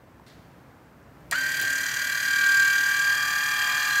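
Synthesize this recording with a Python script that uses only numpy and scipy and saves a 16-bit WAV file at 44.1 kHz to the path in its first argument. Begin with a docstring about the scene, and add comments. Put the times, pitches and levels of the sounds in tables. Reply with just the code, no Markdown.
"""Small gear motor switched on

A switch clicks and a small motor spins up, heard by a hand-held phone that drifts about.
Its 11-tooth pinion drives a slightly off-centre 42-tooth gear: summed cosines give the whine and its
side tones, and filtered noise gives the rattle in the plastic housing, which throbs once a gear turn.
Shaped noise also makes the brush hiss, clicks, taps, a small rustle, a short echo and the quiet room."""
import sys
import numpy as np
from scipy import signal
from scipy.fft import rfft, irfft
from scipy.io import wavfile
from scipy.ndimage import uniform_filter1d

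SR = 44100
rng = np.random.default_rng(int(sys.argv[2]) if len(sys.argv) > 2 else 0)


def dump(signal):
    """Clip the signal to [-1, 1] and save it as 16-bit WAV at the path in sys.argv[1]."""
    limited = np.clip(np.atleast_2d(signal).T, -1, 1)
    pcm = np.round(limited * 32767).astype(np.int16)
    wavfile.write(sys.argv[1], SR, pcm)


def field_ratio(decibels):
    """Amplitude ratio for a level in dB (20 dB per decade); scalars and array-likes work."""
    return 10 ** (np.asarray(decibels, dtype=float) / 20)


N = 176400  # samples, 4 s
PINION_TEETH, GEAR_TEETH = 11, 42
START_S = 1.312  # the motor starts


def level(x, db):
    """Scale to an rms level."""
    return x * field_ratio(db) / np.sqrt(np.mean(x ** 2))


def ring(x, hz, width):
    """A two-pole resonance, gain 1 at its centre."""
    return signal.lfilter(*signal.iirpeak(hz, hz / width, fs=SR), x)


def colour(x, points):
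    """Shape the spectrum by (f/Hz, level/dB) points on a log axis, falling away past the ends."""
    hz, db = np.array(points).T
    log_f = np.log(np.arange(N // 2 + 1) * SR / N + 1)
    below = np.maximum(np.log(hz[0]) - log_f, 0)
    above = np.maximum(log_f - np.log(hz[-1]), 0)
    gain_db = np.interp(log_f, np.log(hz), db) - 32 * (below + above)
    return irfft(rfft(x) * field_ratio(gain_db), N)


def walk(rate):
    """Smooth random drift, spread 1, with about rate new values a second."""
    k = int(SR / rate)
    steps = np.repeat(rng.standard_normal(N // k + 1), k)
    smooth = uniform_filter1d(uniform_filter1d(steps, k), k)[:N]
    return smooth / smooth.std()


def fade(t, start, t60):
    """Sudden start, then an exponential decay of 60 dB in t60 seconds."""
    return (t >= start) * field_ratio(-60 * np.maximum(t - start, 0) / t60)


def grit(scatter_db):
    """Noise whose grains differ widely in size."""
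    size = uniform_filter1d(rng.exponential(size=N), size=6)
    return rng.standard_normal(N) * field_ratio(scatter_db * size)


# How fast the motor shaft turns as it spins up and runs: t/s, f/Hz (turns per second)
SHAFT_SPEED = [(1.312, 40.0), (1.33, 112.0), (1.342, 128.0), (1.364, 139.5), (1.39, 142.0), (1.45, 142.88),
               (1.55, 143.42), (1.7, 144.45), (1.85, 145.2), (2, 145.45), (2.2, 145.39), (2.4, 144.98),
               (2.6, 144.41), (2.8, 145.1), (3, 145.8), (3.2, 146.66), (3.4, 147.03), (3.6, 146.48),
               (3.8, 147.13), (3.95, 148.02)]


def shaft_speed(t):
    """Shaft turns per second; zero until the motor starts."""
    return np.interp(t, *np.array(SHAFT_SPEED).T) * (t >= START_S)


# What reaches the phone: t/s, whine level/dB, rattle level/dB, phone position (0 first, 1 last)
HEARD_AT_PHONE = [(1.32, -32, -35.5, 0.054), (1.36, -31, -36.5, 0.061), (1.45, -32, -35, 0.047),
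                  (1.6, -28, -33, 0.077), (1.95, -36.5, -33.5, 0.26), (2.2, -27, -32.5, 0.35),
                  (2.4, -24, -32, 0.47), (2.6, -20.5, -31, 0.47), (2.85, -24.5, -32, 0.59),
                  (3.1, -23, -32, 0.87), (3.2, -24.5, -32.5, 0.9), (3.4, -24.5, -32, 0.9),
                  (3.6, -28, -32, 1), (3.85, -28.5, -31, 1), (4, -20.5, -32, 0.89)]


def heard_at_phone(t):
    """Whine level, rattle level and phone position, drawn as lines between the table's moments."""
    at, *curves = np.array(HEARD_AT_PHONE).T
    return [np.interp(t, at, curve) for curve in curves]


def at_place(place, dbs):
    """Level in dB as the phone drifts between its first, middle and last positions."""
    return np.interp(place, [0, 0.5, 1], dbs)


def tone(turns, db, shaft, slip):
    """A cosine whose angle follows counted turns, wavering in level and, with the slip, in pitch."""
    order = turns[-1] / shaft[-1]  # cycles per shaft turn
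    waver_db = 3 if order < 4.5 else 1.7  # the low hums come and go more
    wavering = field_ratio(db + waver_db * walk(12))
    angle = 2 * np.pi * turns + slip * min(order / PINION_TEETH, 1.3)
    return np.sqrt(2) * wavering * np.cos(angle)  # sqrt 2 makes db an rms level


# Side tones of the whine: gear turns off the mesh rate
SIDE_TURNS = [-3, -2, -1, 1, 2, 3, 5]
# and their level/dB at the first, middle and last phone position
SIDE_LEVELS = [(-60, -85, -75), (-41.5, -41, -61), (-42.5, -38, -45), (-45.5, -37.5, -36), (-55, -70, -61),
               (-47, -47, -46), (-48, -47.5, -40.5)]


def whine(shaft, gear, place, slip, whine_db):
    """Each meeting of teeth gives one cycle; the off-centre gear adds side tones around that rate."""
    mesh = PINION_TEETH * shaft
    out = tone(mesh, whine_db, shaft, slip)
    for k, dbs in zip(SIDE_TURNS, SIDE_LEVELS):
        # the lags, in turns, make the whine swing in time as much as in level
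        lag = 0.12 if k < 0 else -0.15 + 0.2 * k + 0.45 * place
        out += tone(mesh + k * gear - lag, at_place(place, dbs), shaft, slip)
    return out


# Tones of the gear: multiples of the gear speed (7.2 is the next gear stage)
GEAR_MULTIPLES = [7.2, 16, 22, 31, 32, 34, 52, 62, 63, 64, 85]
# and their level/dB at the first, middle and last phone position
GEAR_LEVELS = [(-59, -59, -63.5), (-57, -64.5, -73), (-75, -74, -47.5), (-70, -62, -44.5), (-79, -63, -46),
               (-58, -56, -48.5), (-43, -44.5, -70), (-55, -62, -43), (-57, -52, -43), (-56.5, -45, -62),
               (-65, -47, -41)]


def gear_tones(shaft, gear, place, slip):
    """The turning gear hums at multiples of its own speed."""
    return sum(tone(k * gear + rng.random(), at_place(place, dbs), shaft, slip)
               for k, dbs in zip(GEAR_MULTIPLES, GEAR_LEVELS))


# Tones of the motor shaft: whole multiples of the shaft speed
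SHAFT_MULTIPLES = [1, 4, 5, 6, 7, 8, 10, 12, 13, 16, 22, 27, 33]
# and their level/dB at the first, middle and last phone position, before the swell of the high ones
SHAFT_LEVELS = [(-62.5, -61, -60.5), (-66, -76, -90), (-65, -74, -52), (-61, -58, -58), (-60, -57.5, -45),
                (-62, -43.5, -36), (-46.5, -41.5, -61), (-42, -43, -33.5), (-39.5, -41.5, -45),
                (-53, -39, -44.5), (-55, -47, -41.5), (-61, -51, -61), (-74, -45.5, -49)]


def shaft_tones(shaft, gear, place, slip):
    """The shaft hums at multiples of its speed; the high ones swell once a gear turn."""
    swell = 1 + 0.89 * np.cos(2 * np.pi * gear)
    out = np.zeros(N)
    for k, dbs in zip(SHAFT_MULTIPLES, SHAFT_LEVELS):
        hum = tone(k * shaft + rng.random(), at_place(place, dbs), shaft, slip)
        out += hum * (swell if k > 20 else 1)
    return out


# Overtones of the spin-up: multiple of the shaft speed, level/dB before they come in and fade
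SPIN_UP = [(15, -44), (22, -40.5), (33, -42)]


def spin_up_tones(t, hz, shaft, slip):
    """Overtones that come in as the shaft nears 132 turns a second, then slowly die away."""
    tones = sum(tone(k * shaft, db, shaft, slip) for k, db in SPIN_UP)
    come_in = np.clip(hz / 132, 0, 1) ** 16
    return tones * fade(t, START_S, 2.6) * come_in


# Resonances of the plastic housing: f/Hz, width/Hz (rough, of two resonators in a row),
# level/dB against each other, share of the throb
HOUSING_RESONANCES = [(648, 93, -21, 0.57), (862, 118, -20, 0.28), (1150, 220, -8, 0.23),
                      (1610, 105, 2, 1.1), (1814, 150, 0.5, 0.27), (2353, 160, -2.5, 0.15),
                      (2826, 160, -5.5, 0.37), (3210, 305, -2, 0.82), (4114, 150, -7, 1.02),
                      (4720, 220, -5, 0.88), (5906, 180, -8, 1.15), (6500, 310, -6.5, 1.2),
                      (7250, 240, -8, 1.85), (7890, 980, -13.5, 2.08)]


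def tooth_rattle(gear, place, throb):
    """Rough tooth noise, partly alike on every gear turn, rings the housing and throbs with the gear."""
    scatter_db, repeat_share = 3.5, 0.38
    faces = grit(scatter_db)
    worn = faces[(gear % 1 * 1160).astype(int)]  # the same tooth faces come round each turn
    teeth = np.sqrt(1 - repeat_share) * grit(scatter_db) + np.sqrt(repeat_share) * worn
    throb_db = 12.5 * (1 - 0.22 * place) * (throb - 0.5)  # the throb eases as the phone drifts
    out = np.zeros(N)
    for f, width, db, share in HOUSING_RESONANCES:
        shaken = teeth * field_ratio(share * throb_db + 1.2 * walk(5.95))
        rung = ring(ring(shaken, f, 1.43 * width), f, 1.45 * width)
        brighter_db = 2.5 * place if 4000 < f < 5000 else 0  # grows as the phone drifts
        out += field_ratio(db + brighter_db) / np.sqrt(width) * rung
    return level(out, 0)


# Colour of the brush hiss: f/Hz, level/dB (per Hz, against each other)
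BRUSH_COLOUR = [(1180, -41), (2000, -18), (3300, -9), (3790, -30), (4780, -11.5), (5250, -11.5),
                (7230, -7.5), (9360, -15), (13800, -9), (15700, -17.5)]


def brush_hiss(shaft, throb):
    """Sparks at the brushes: gritty noise that swells once a shaft turn and a little with the throb."""
    gate = np.exp(3 * (np.cos(2 * np.pi * (shaft + 0.21)) - 1))
    sparks = grit(6) * field_ratio(4.5 * gate + 2.6 * throb)
    return level(colour(sparks, BRUSH_COLOUR), -7)  # dB against the rattle


def motor(t):
    """Turning shaft and gear drive the tones; the gear's tight spot makes the rattle and hiss throb."""
    hz = shaft_speed(t)
    shaft = np.cumsum(hz) / SR  # turns so far
    gear = shaft * PINION_TEETH / GEAR_TEETH + 0.7
    whine_db, rattle_db, place = heard_at_phone(t)
    slip = 0.3 * walk(29.94)  # radians at the mesh rate, shared by all tones
    tones = whine(shaft, gear, place, slip, whine_db) + gear_tones(shaft, gear, place, slip)
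    tones += shaft_tones(shaft, gear, place, slip) + spin_up_tones(t, hz, shaft, slip)
    tones *= np.clip(hz / 125, 0, 1) ** 4  # weak until the shaft is fast
    throb = np.exp(0.82 * (np.cos(2 * np.pi * gear) - 1))  # the tight spot of the gear
    noise = tooth_rattle(gear, place, throb) + brush_hiss(shaft, throb)
    return (t >= START_S) * (tones + field_ratio(rattle_db) * noise)


# Switch clicks: t/s, level/dB (at the start, before the tail is added), brightness f/Hz
SWITCH_CLICKS = [(1.3118, -25, 7000)]


def switch_click(t):
    """A burst of broad noise that drops fast, with a weaker, longer tail."""
    out = np.zeros(N)
    for at, db, hz in SWITCH_CLICKS:
        shape = fade(t, at, 0.018) + field_ratio(-14) * fade(t, at, 0.046)
        out += level(ring(rng.standard_normal(N), hz, hz), db) * shape
    return out


# Knock of the gears: f/Hz, peak level/dB, swell t/s, 60 dB decay t/s
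GEAR_KNOCK = (1880, -19, .006, .05)


def take_up_knock(t):
    """The slack in the gears is taken up: a sine that swells quickly and dies away."""
    at = 1.329  # s
    hz, db, swell, t60 = GEAR_KNOCK
    shape = np.where(t < at, np.exp(-((t - at) / swell) ** 2), fade(t, at, t60))
    return field_ratio(db) * np.sin(2 * np.pi * hz * t) * shape


# Small taps and ticks: t/s, f/Hz, level/dB (at the start), 60 dB decay t/s
SMALL_TAPS = [(0.197, 900, -43, 0.015), (.266, 9000, -62, 0.035), (.281, 11000, -55, .012),
              (.965, 9500, -76, 0.071), (1.029, 7000, -66, .015), (1.203, 9000, -68, 0.046),
              (1.316, 700, -36.5, 0.13), (1.325, 1630, -24, 0.098)]
# The switch springs back with a bright tick, a plastic clack and soft thumps; same columns
SWITCH_RELEASE = [(1.613, 15500, -27, .05), (1.614, 3100, -29, .03), (1.612, 330, -44, .15),
                  (1.636, 170, -44, .12), (1.63, 680, -42, .08)]


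def taps(t):
    """Short bursts of noise, each rung twice through a broad resonance."""
    out = np.zeros(N)
    for at, hz, db, t60 in SMALL_TAPS + SWITCH_RELEASE:
        burst = rng.standard_normal(N) * fade(t, at, t60)
        tap = ring(ring(burst, hz, 0.6 * hz), hz, 0.6 * hz)
        # turns an rms level over the whole scene into one at the start of the tap
        out += level(tap, db) * np.sqrt(t60 * SR / N / (2 * np.log(1000)))
    return out


def add_echo(t, near):
    """A short room echo: a fading noise tail, starting 8.7 ms late, smears the sound."""
    tail = rng.standard_normal(SR // 2) * fade(t[:SR // 2], 0.0087, 0.2)
    tail /= np.sqrt(np.sum(tail ** 2))
    return near + field_ratio(-13) * signal.fftconvolve(near, tail)[:N]


# Colour of the rustle: f/Hz, level/dB (per Hz, against each other)
RUSTLE_COLOUR = [(1800, 3), (2600, -4), (4300, 0), (5500, -7), (8000, -14), (13000, -19), (15500, -20)]


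def rustle(t):
    """A small rustle: gritty noise that starts suddenly and fades."""
    return level(colour(grit(7), RUSTLE_COLOUR), -54.5) * fade(t, 0.265, 0.83)


# Colour of the quiet room: f/Hz, level/dB (per Hz, against each other)
ROOM_COLOUR = [(22, -32), (45, -21), (62, -1), (80, -7), (125, -2), (155, -1.5), (204, -9), (260, -6.5),
               (400, -11), (800, -14.5), (1600, -18.5), (2500, -27.5), (3560, -34), (7000, -38.5),
               (12300, -44), (13300, -35), (14600, -41), (15700, -42)]


def room():
    """Steady, mostly low noise whose level drifts a little."""
    return level(colour(rng.standard_normal(N), ROOM_COLOUR), -51.5) * field_ratio(0.84 * walk(3.4))


def scene():
    """The motor and switch with a short room echo, over a rustle and the room's hum."""
    t = np.arange(N) / SR
    near = motor(t) + switch_click(t) + take_up_knock(t) + taps(t)
    return (add_echo(t, near) + rustle(t) + room())[None]


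def top_cut(x):
    """Nothing passes above the cut-off."""
    return signal.sosfilt(signal.butter(12, 16890, fs=SR, output="sos"), x)


def record(dry):
    """The phone cuts the top of the sound with a steep low-pass at 15750 Hz."""
    low_pass = signal.ellip(12, 0.2, 90, 15750, fs=SR, output="sos")
    mix = signal.sosfilt(low_pass, dry)
    return top_cut(mix)


dry = scene()
out = record(dry)
dump(out)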